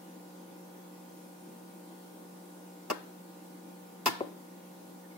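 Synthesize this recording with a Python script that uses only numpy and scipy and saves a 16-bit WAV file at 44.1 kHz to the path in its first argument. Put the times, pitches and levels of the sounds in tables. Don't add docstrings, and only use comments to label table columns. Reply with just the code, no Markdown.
import sys
import numpy as np
from scipy import signal
from scipy.io import wavfile
from scipy.ndimage import uniform_filter1d

SR = 44100
rng = np.random.default_rng(int(sys.argv[2]) if len(sys.argv) > 2 else 0)


def persist_wave(psi):
    counts = np.round(np.clip(psi, -1, 1) * 32767).astype(np.int16)
    wavfile.write(sys.argv[1], SR, np.atleast_2d(counts).T)


N = 228077

# start in seconds, length in seconds, share of the length at which
# the force peaks, force in dB, then brightness in dB early on, at the end and added toward the walls.
CRUNCHES = [(2.8997, 0.02, 0.63, -25.5, -2, -12.5, -4.5), (4.0578, 0.028, 0.22, -24.5, 1, -3, 0)]
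# pitch in Hz, width in Hz, share of the brightness, left lead in turns, then for each ball a pair of
# level in dB and left over right in dB.
CRUNCH_MODES = [(125, 7.6, 1.3, 0.012, (-32, 0), (-20, 0)), (207, 57, 0.15, 0.041, (-13.5, 3.5),
                (-14.5, 3.3)), (327, 55, 1.16, .13, (-6.5, 3), (-4.5, -1.8)), (387, 43, 0, 0.16, (-8, 2),
                (-34, -2)), (508, 95, 0, 0.27, (-10.5, -1), (-21, -1)), (620, 150, 0.03, 0.12, (-9.5, 4),
                (-19, 2)), (747, 90, 0.17, -0.0052, (-9.5, -5), (-13, -3)), (833, 54, 0.022, 0.13, (-19, 3),
                (-5.5, 0)), (954, 9, 0.35, -0.014, (-31, 3), (-16, 3)),
                (1017, 68, 0.023, -0.025, (-7.5, 4.5), (-1.1, 4.3)), (1130, 99, 0.21, -0.022, (-4.5, 2.9),
                (-7, 4)), (1388, 52, 0.33, 0.37, (-7.5, 8.4), (-6, 5.4)), (1718, 55, 1.3, 0.16, (-13, -3),
                (-9, -2)), (2150, 73, 0.082, 0.18, (-19.5, -2), (-12.5, -2)),
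                (2345, 190, 0.56, -0.12, (-24, 5), (-12.5, 3.5)), (2716, 143, 0.96, -0.023, (-6, -2),
                (-4.5, -1.1)), (3510, 150, 0.82, -0.096, (-20, -1), (-11.5, -4)),
                (4030, 1100, 0.72, -0.016, (-18, 0), (-10, 2)), (4840, 130, 1.5, -.1, (-10.5, 4),
                (-13.5, 3)), (5390, 420, 0.86, 0.39, (-11.5, 3), (-7.5, 4)),
                (7040, 2300, 0.41, -.35, (-14, 1), (-11.5, 3)), (12400, 3700, 0.91, -0.24, (-15, -1),
                (-6, 0)), (15300, 840, 1, 0, (-14, -2), (-17, -2))]
# time in seconds, size over the
# dense burst in dB, brightness in dB.
BIG_SNAPS = [(2.9008, 27, -15), (2.9020, 17, -1), (2.9057, 17, -8), (2.9090, 15, -13), (2.9130, 14, -3),
             (2.9168, 22, -10), (4.0577, 26, -6), (4.0612, 17.5, 5), (4.0640, 13.5, 1), (4.0668, 20, -3),
             (4.0703, 21.5, -1), (4.075, 20, -8), (4.0790, 11, 1), (4.0833, 16, 1), (4.0885, 13, -1)]
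# start in seconds, level in dB, contact time in seconds.
KNOCKS = [(4.2068, -22, .001), (4.2108, -17.5, .002), (4.2163, -33, .0017), (4.2215, -36, .0018)]
# pitch in Hz, level in dB, seconds to fall 60 dB.
BOARD_MODES = [(124.4, -6.5, 0.16), (349, 0.5, 0.041), (400, -11, 0.11), (540, 2.5, 0.022),
               (760, -4, 0.027), (1000, -2, 0.028), (1980, 3, 0.012)]
# start in seconds, length in seconds, first and last pitch in Hz, level in dB.
SQUEAKS = [(5.025, 0.056, 1880, 1710, -63.5), (5.105, .03, 2180, 2170, -61.5),
           (5.148, 0.035, 2110, 2230, -63)]
# multiple of
# MOTOR_HZ, left level in dB, right level in dB, left lead in turns.
MOTOR_HARMONICS = [(2, -84, -85, 0), (3, -55, -54, .02), (4, -69, -75, -.09), (5, -66, -60, -.03),
                   (6, -66, -66, .34), (7, -78, -77, .06), (8, -59, -72, .22), (9, -66, -67, -.06),
                   (10, -76, -73, .06), (11, -79, -82, -.33), (12, -71, -75, -.07), (13, -63, -67, .21),
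                   (14, -67, -67, .37), (15, -68, -73, .01), (16, -70, -75, -.07), (17, -71, -85, .1),
                   (18, -79, -74, -.04), (19, -72, -71, -.48), (20, -76, -78, -.21), (21, -79, -93, .06),
                   (22, -84, -86, .39), (23, -74, -76, .43), (24, -72, -75, .19), (25, -83, -81, .39),
                   (26, -86, -84, .11), (31, -83, -87, -.38), (55, -83, -92, -.11)]
# frequency in Hz, level in dB per Hz.
FLOOR_SPECTRUM = [(20, -128), (40, -124), (62, -115), (100, -106), (120, -96.5), (148, -100), (175, -82),
                  (235, -79.5), (275, -83), (320, -74.5), (365, -81.5), (440, -90), (520, -83.5),
                  (620, -91.5), (750, -92), (795, -87.5), (850, -90.5), (1100, -95.5), (1300, -98.5),
                  (2200, -100.5), (5000, -102.5), (16000, -102)]
# frequency in Hz, likeness from 0 to 1.
FLOOR_LIKENESS = [(60, 1), (150, 0.8), (290, 0.84), (640, 0.21), (1400, 0.11), (15000, 0)]
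# frequency in Hz, left over right in dB.
FLOOR_LEAN = [(100, -0.5), (260, 1), (430, 0.5), (550, 1.5), (630, -10), (700, 3), (900, 0), (2400, 0),
              (8000, -1), (15000, 0)]
# frequency in Hz, seconds to fall 60 dB.
ROOM_DECAY = [(150, 0.24), (500, 0.41), (1000, 0.42), (1400, 0.46), (3700, 0.47), (6000, 0.28),
              (10000, 0.24)]
# frequency in Hz, relative level in dB.
ROOM_COLOUR = [(300, 3), (600, -3), (960, -2), (1100, -5), (1900, -3.5), (2800, -7), (4400, -2), (6000, -5),
               (8000, -5), (15000, -2)]

BITE_S, BITE_DB, SAG_DB, LET_GO_S, LET_GO_DB = 0.0011, -2.5, -8, .002, -9.5
OPEN_S, CLOSED_DB = 0.003, -4
SNAPS_PER_S, GRIT = 1500, 0.88
ALIKE_HZ = 2050
SPREAD_HZ = 1500
MOTOR_HZ = 60.168
LEAN = np.array([[.5], [-.5]])


def crunch(ball, start, length, peak_share, force_db, early_db, late_db, walls_db):
    t, end = np.arange(SR // 5) / SR, length + LET_GO_S
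    shape_db = np.interp(t, [0, BITE_S, peak_share * length, length, end],
                         [LET_GO_DB, BITE_DB, 0, SAG_DB, LET_GO_DB])
    force = gain_of(force_db + shape_db) * (t <= end)
    bright_db = np.interp(t, [0, OPEN_S, length], [early_db + CLOSED_DB, early_db, late_db])
    snapped = rng.random(len(t)) < SNAPS_PER_S / SR
    grit = 1 + GRIT * snapped * np.sqrt(SR / SNAPS_PER_S)
    out = np.zeros((2, 2, len(t)))
    for hz, width, share, lead, *balls in CRUNCH_MODES:
        db, lean_db = balls[ball]
        shared, own = rng.standard_normal(len(t)), rng.standard_normal((2, len(t)))
        alike = np.clip(ALIKE_HZ / hz, .3, .9)
        snaps = (alike * shared + np.sqrt(1 - alike ** 2) * own) * grit
        for s, size_db, snap_bright_db in BIG_SNAPS:
            if 0 <= s - start < end:
                snaps[:, round((s - start) * SR)] += gain_of(size_db + share * snap_bright_db)
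        drive = force * gain_of(share * bright_db)
        direct = resonate(snaps * drive, hz, width, lead * np.array([[1], [0]]))
        direct = resonate(direct, hz, 5.2 * width)
        to_walls = resonate(snaps * drive, hz, (1 + hz / SPREAD_HZ) * width)
        rings = np.array([direct, to_walls])
        rings *= np.linalg.norm(drive) / np.linalg.norm(rings, axis=2, keepdims=True)
        rings[1] *= gain_of(share * walls_db)
        out += gain_of(db + LEAN * lean_db) * rings
    return out


def board_knocks():
    t, out = np.arange(4000) / SR, np.zeros(N)
    ring = sum(gain_of(db - 60 * t / t60) * np.sin(2 * np.pi * hz * t) for hz, db, t60 in BOARD_MODES)
    for s, db, contact in KNOCKS:
        push = np.sin(np.pi * np.minimum(t / contact, 1)) ** 2
        knock = np.convolve(np.diff(push[:200], 2), ring)
        add(out, s, gain_of(db) * knock / abs(knock).max())
    return np.array([out, np.roll(out, 12)]) * gain_of(LEAN * 3.5)


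def finger_rub(hz=8900, width=2000):
    level_db = np.interp(np.arange(N) / SR, [0.76, 1.16, 2.8, 3.1], [-96, -72, -72, -96])
    band = resonate(rng.standard_normal((2, N)), hz, width)
    return gain_of(level_db) * unit_rms(resonate(band, hz, width))


def squeaks():
    out = np.zeros((2, N))
    for s, length, start_hz, end_hz, db in SQUEAKS:
        t = np.arange(0, length, 1 / SR)
        glide_hz = np.linspace(start_hz, end_hz, len(t))
        phase = np.cumsum(2 * np.pi * glide_hz / SR + 0.044 * rng.standard_normal((2, len(t))), 1)
        add(out, s, np.sqrt(2) * gain_of(db) * np.sin(phase) * np.hanning(len(t)))
    return out


def room_echo(x):
    taps = np.zeros((2, SR))
    arrivals = np.arange(400, SR - 20, 20) + rng.integers(0, 20, (2, (SR - 401) // 20))
    np.put_along_axis(taps, arrivals, rng.choice([-1., 1.], arrivals.shape), 1)
    hz, t, spectra = signal.stft(taps, SR, nperseg=256)
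    tail_db = curve_at(ROOM_COLOUR, hz) - 60 * t / curve_at(ROOM_DECAY, hz)
    tail = signal.istft(spectra * gain_of(tail_db), SR, nperseg=256)[1]
    return signal.fftconvolve(x, tail / np.linalg.norm(tail[0]), axes=1)[:, :N]


def fridge_hum():
    t, out = np.arange(N) / SR, np.zeros((2, N))
    faint_harmonics = [(k, *rng.normal(-91, 3, 2), rng.random())
                       for k in (27, 28, 29, 30, *range(32, 42))]
    for k, left_db, right_db, lead in MOTOR_HARMONICS + faint_harmonics:
        turns = k * MOTOR_HZ * t + rng.random()
        tone = np.sin(2 * np.pi * np.array([turns + lead, turns]))
        out += np.sqrt(2) * gain_of([[left_db], [right_db]]) * tone
    return out


def rumble_and_hiss():
    frames, hz = N // 512 + 5, np.fft.rfftfreq(2048, 1 / SR)
    left_re, left_im, own_re, own_im, drift = rng.standard_normal((frames, 1025, 5)).T
    drift_db = 1.6 * unit_rms(uniform_filter1d(uniform_filter1d(drift, 12, 0), 6, 1))
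    alike = curve_at(FLOOR_LIKENESS, hz)
    left = left_re + 1j * left_im
    right = alike * left + np.sqrt(1 - alike ** 2) * (own_re + 1j * own_im)
    level_db = curve_at(FLOOR_SPECTRUM, hz) + LEAN[..., None] * curve_at(FLOOR_LEAN, hz) + drift_db
    spectra = np.array([left, right]) * gain_of(level_db)
    spectra *= np.sqrt(3 * SR / 4096)
    return signal.istft(spectra, nperseg=2048, noverlap=1536)[1][:, :N]


def resonate(x, hz, width, lead=0):
    pole = np.exp((2j * hz - width) * np.pi / SR)
    ringing = signal.lfilter([np.sqrt(2 * (1 - abs(pole) ** 2))], [1, -pole], x)
    return (ringing * np.exp(2j * np.pi * lead)).real


def gain_of(db):
    return 10 ** (np.asarray(db) / 20)


def unit_rms(x):
    return x / np.sqrt(np.mean(x ** 2) + 1e-20)


def curve_at(points, hz):
    point_hz, value = np.transpose(points)
    return np.interp(np.log(hz + 1), np.log(point_hz + 1), value)[:, None]


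def add(mix, start_s, sound):
    part = mix[..., round(start_s * SR):][..., :sound.shape[-1]]
    part += sound[..., :part.shape[-1]]


def scene():
    knocks = board_knocks()
    near = np.array([knocks, knocks])
    for ball, row in enumerate(CRUNCHES):
        add(near, row[0], crunch(ball, *row))
    low_cut = signal.butter(2, 153, "high", fs=SR, output="sos")
    direct, to_walls = signal.sosfilt(low_cut, near)
    echo = gain_of(-12.5) * room_echo(to_walls)
    return direct + echo + squeaks() + fridge_hum() + rumble_and_hiss() + finger_rub()


def record(dry):
    low_pass = signal.firwin(511, cutoff=15850, window=("kaiser", 9), fs=SR)
    return signal.oaconvolve(dry, low_pass[None], "same")


dry = scene()
out = record(dry)
persist_wave(out)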